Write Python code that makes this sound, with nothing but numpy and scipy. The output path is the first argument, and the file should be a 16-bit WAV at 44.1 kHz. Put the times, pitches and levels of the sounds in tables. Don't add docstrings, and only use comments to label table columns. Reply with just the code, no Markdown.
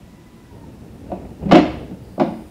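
import sys
import numpy as np
from scipy import signal
from scipy.fft import rfft, irfft
from scipy.io import wavfile

SR = 44100
rng = np.random.default_rng(int(sys.argv[2]) if len(sys.argv) > 2 else 0)


def pcm_store(signal):
    levels = np.round(np.clip(np.atleast_2d(signal), -1, 1) * 32767)
    wavfile.write(sys.argv[1], SR, levels.astype(np.int16).T)


def makeup_ratio(level_db):
    decades = np.asarray(level_db, float) / 20
    return 10 ** decades


N = 110250


def unit(x):
    return x / np.sqrt(np.mean(x ** 2) + 1e-20)


def in_time(rows):
    s, *columns = np.transpose(rows)
    return [np.interp(np.arange(N) / SR, s, c) for c in columns]


def at_hz(points, hz):
    table_hz, values = np.transpose(points)
    return np.interp(np.log(hz), np.log(table_hz), values)


def drift(rate_hz):
    r = np.exp(-80 * np.pi * rate_hz / SR)
    white = rng.standard_normal(N // 40 + 2002)
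    slow = signal.lfilter([1], [1, -2 * r, r * r], white)[2000:]
    return np.interp(np.arange(N) / 40, np.arange(len(slow)), unit(slow))


def colour(x, spectrum):
    hz = np.linspace(1, SR / 2, 4097)
    octaves_below = np.maximum(np.log2(spectrum[0][0] / hz), 0)
    octaves_above = np.maximum(np.log2(hz / spectrum[-1][0]), 0)
    db = at_hz(spectrum, hz) - 18 * octaves_below - 18 * octaves_above
    cepstrum = irfft(db * np.log(10) / 20)
    cepstrum[1:4096] *= 2
    cepstrum[4097:] = 0
    return signal.fftconvolve(x, irfft(np.exp(rfft(cepstrum))))[:len(x)]


def bands():
    edges = 22 * 2 ** np.arange(0, 9.7, .5)
    white = rng.standard_normal((2, N))
    out = []
    for k, (low, high) in enumerate(zip(edges, edges[1:])):
        sos = signal.butter(2, [low, high], "band", fs=SR, output="sos")
        out.append((np.sqrt(low * high), signal.sosfilt(sos, white[k % 2])))
    return out


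def knocks():
    # start_s, level_db, contact_ms, crack_db (re blow), low_modes_db
    contacts = [(1.099, -22.5, 1.34, -42, -7.5), (1.116, -13, 0.68, -26, 6.5), (1.455, -4, 2.83, -41, 8),
                (1.49, -22.5, 1.4, -12, -4), (1.495, -2, 3.2, -31.5, -2.5), (1.512, -4, 1.5, -8.5, -19),
                (1.519, 4.5, 1.23, -15.5, 10), (1.531, 0.5, 1.85, -16.5, 5), (1.546, 3.5, 2.1, -18, -34),
                (1.553, 6.5, 1.48, -15, 6), (1.582, 5.5, 2.04, -24.5, -26), (1.905, -15.5, 3.6, -40, 4.5),
                (2.178, -12.5, 0.62, -45, -1.5), (2.197, -19.5, 3.2, -1, -10), (2.198, -1, 0.56, -37, 4.5),
                (2.206, -1, 0.99, -26.5, 4.5), (2.217, -13.5, 1.63, -13.5, 18.5)]
    # pitch_hz, level_db, t60_s
    modes = [(184.6, -4, 0.088), (225.3, -21.5, 0.25), (275.7, -3, 0.058), (315.5, -9, .14),
             (348, -6, 0.097), (541.5, -4, 0.046), (617.3, 2.5, 0.036), (712, -1.5, 0.045),
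             (753, -0.5, 0.021), (840, -12.5, 0.037), (948, -9.5, 0.036), (1177, -10, 0.031),
             (1510, -22.5, 0.061), (2400, -26, .04)]
    # pitch_hz, level_db (per Hz)
    crack_colour = [(800, -0.5), (1300, -10.5), (2000, -14.5), (2500, -16), (3200, -19.5), (5000, -29),
                    (8000, -45), (14000, -66)]
    body_gain_db, strike_spread_db, body_rise_s = -5.5, 4.5, .002
    crack_gain_db, crack_rise_s, crack_decay_s = 5, 0.0013, .005
    porch_db, body_low_hz = -3.0, 152.4

    strengths = rng.standard_normal((len(contacts), len(modes)))
    t = np.arange(SR // 4) / SR
    grit = rng.standard_normal((len(contacts), SR // 20))
    u = t[:SR // 20]
    crack_shape = np.exp(-u / crack_decay_s) * (1 - np.exp(-u / crack_rise_s))
    out, walls = np.zeros(N + 2 * SR), bands()
    for k, (start_s, level_db, contact_ms, crack_db, low_db) in enumerate(contacts):
        ring = 0
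        for m, (hz, mode_db, t60_s) in enumerate(modes):
            strike_db = mode_db + strike_spread_db * strengths[k][m] + low_db * (m < 2)
            ring = ring + (-1) ** m * makeup_ratio(strike_db - 60 * t / t60_s) * np.sin(2 * np.pi * hz * t)
        ring = ring * (1 - np.exp(-t / body_rise_s))
        push = np.sin(np.pi * np.clip(t[:400] * 1000 / max(contact_ms, .1), 0, 1)) ** 2
        hit = makeup_ratio(level_db + body_gain_db) * signal.fftconvolve(ring, push / push.sum())[:len(t)]
        crack = unit(colour(grit[k], crack_colour)) * crack_shape
        hit[:len(u)] += makeup_ratio(level_db + crack_db + crack_gain_db) * crack
        wet = makeup_ratio(porch_db) * signal.fftconvolve(hit, porch(walls, k * 4000))
        i = int(start_s * SR)
        out[i:i + len(hit)] += hit
        out[i:i + len(wet)] += wet
    return signal.sosfilt(signal.butter(6, body_low_hz, "high", fs=SR, output="sos"), out[:N])


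def porch(walls, start):
    # pitch_hz, t60_s
    decay = [(100, 0.23), (300, 0.53), (700, 0.46), (2000, 0.63), (5000, 0.64), (12000, 0.4)]
    build_s, early_db, early_s = 0.004, 1.5, 0.029
    t = np.arange(SR * 3 // 4) / SR
    tail = sum(makeup_ratio(-60 * t / at_hz(decay, hz)) * band[start:start + len(t)] for hz, band in walls)
    tail = tail * (1 - np.exp(-t / build_s)) * (1 + makeup_ratio(early_db) * np.exp(-t / early_s))
    return tail / np.sqrt(np.sum(tail ** 2))


def drag():
    # time_s, level_db
    effort = [(0, -48), (.5, -55.5), (.53, -35.5), (.62, -42), (.72, -39.5), (.9, -42), (1.0, -38),
              (1.1, -33.5), (1.25, -34), (1.38, -42.5), (1.44, -28), (1.8, -34), (1.92, -35), (2.0, -39.5),
              (2.1, -41.5), (2.17, -41), (2.4, -38.5), (2.5, -46.5)]
    # pitch_hz, level_db (per Hz)
    drag_colour = [(18, -62), (30, -13.5), (65, 3.5), (270, -1), (340, -4.5), (420, -4.5), (926, -19),
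                   (1040, -30.5), (3000, -37), (3900, -72), (6600, -120)]
    slips_per_s, size_spread_db = 2200, 0.68
    sizes = makeup_ratio(size_spread_db * np.minimum(rng.exponential(1, N), 4)) * rng.choice([-1, 1], N)
    clumps = makeup_ratio(1.57 * drift(11))
    slips = sizes * (rng.random(N) < slips_per_s / SR) * clumps
    return makeup_ratio(in_time(effort)[0]) * unit(colour(slips, drag_colour))


def whine():
    # time_s, pitch_hz, level_db, octave_db (re tone)
    path = [
        (0, 960, -77, 0),
        (.1, 980, -64, -4),
        (.3, 1002, -65.5, -2),
        (.47, 990, -67, -1),
        (.53, 960, -54, -17),
        (.6, 920, -53.5, -13),
        (.7, 905, -64, -18),
        (.78, 895, -87, -16),
    ]
    waver_db, waver_hz = 4.5, 9.0
    hz, db, octave_db = in_time(path)
    phase = 2 * np.pi * np.cumsum(hz + waver_hz * drift(24.5)) / SR
    tone = makeup_ratio(db + waver_db * drift(59)) * np.sin(phase)
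    octave = makeup_ratio(db + octave_db + waver_db * drift(23)) * np.sin(2 * phase)
    sounding = np.arange(N) < path[-1][0] * SR
    return sounding * np.sqrt(2) * (tone + octave)


def insects():
    # pitch_hz, width_hz, level_db, start_s, end_s
    songs = [(4200, 80, -70, 1.99, 2.18), (4520, 160, -69, 1.97, 2.3), (4900, 70, -68, 1.98, 2.7),
             (4700, 400, -74, 1.3, 2.0), (8950, 300, -75, .55, 1.9), (8600, 200, -73, 2.25, 2.7),
             (9150, 450, -71, 1.99, 2.22), (9300, 350, -70, 2.2, 2.7), (9750, 120, -72, 2.33, 2.7)]
    swell_s = .07
    out, t = 0, np.arange(N) / SR
    for hz, width_hz, db, start_s, end_s in songs:
        r = np.exp(-np.pi * width_hz / SR)
        resonance = [1, -2 * r * np.cos(2 * np.pi * hz / SR), r * r]
        song = signal.lfilter([1, 0, -1], resonance, rng.standard_normal(N))
        swell = np.clip(np.minimum(t - start_s, end_s - t) / swell_s, 0, 1)
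        out = out + makeup_ratio(db + 1.6 * drift(8.1)) * unit(song) * swell
    return out


def air():
    # pitch_hz, level_db (per Hz)
    outdoor = [(15, -52), (25, -15), (64, -3), (270, -5.5), (439, -21.5), (1020, -23), (1260, -28),
               (2000, -29.5), (16000, -45)]
    # time_s, level_db
    hiss_level = [(0, -89), (.5, -92), (.53, -72), (1.4, -69), (2.5, -61.5)]
    rumble_db, hiss_low_hz = -43, 7000
    rumble = 0
    for hz, band in bands():
        patchy_db = np.clip(600 / hz, .5, 2) * drift(8)
        rumble = rumble + makeup_ratio(at_hz(outdoor, hz) + patchy_db) * band
    high_pass = signal.butter(2, hiss_low_hz, "high", fs=SR, output="sos")
    hiss = signal.sosfilt(high_pass, rng.standard_normal(N))
    return makeup_ratio(rumble_db) * unit(rumble) + makeup_ratio(in_time(hiss_level)[0]) * hiss


def scene():
    return (knocks() + drag() + air() + whine() + insects())[None]


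def low_pass(x):
    return signal.sosfilt(signal.butter(12, 16410, fs=SR, output="sos"), x)


def record(dry):
    top_cut = signal.ellip(12, .2, 60, 15700, fs=SR, output="sos")
    mix = np.clip(signal.sosfilt(top_cut, dry), -1.0, 1.0)
    return low_pass(mix)


dry = scene()
out = record(dry)
pcm_store(out)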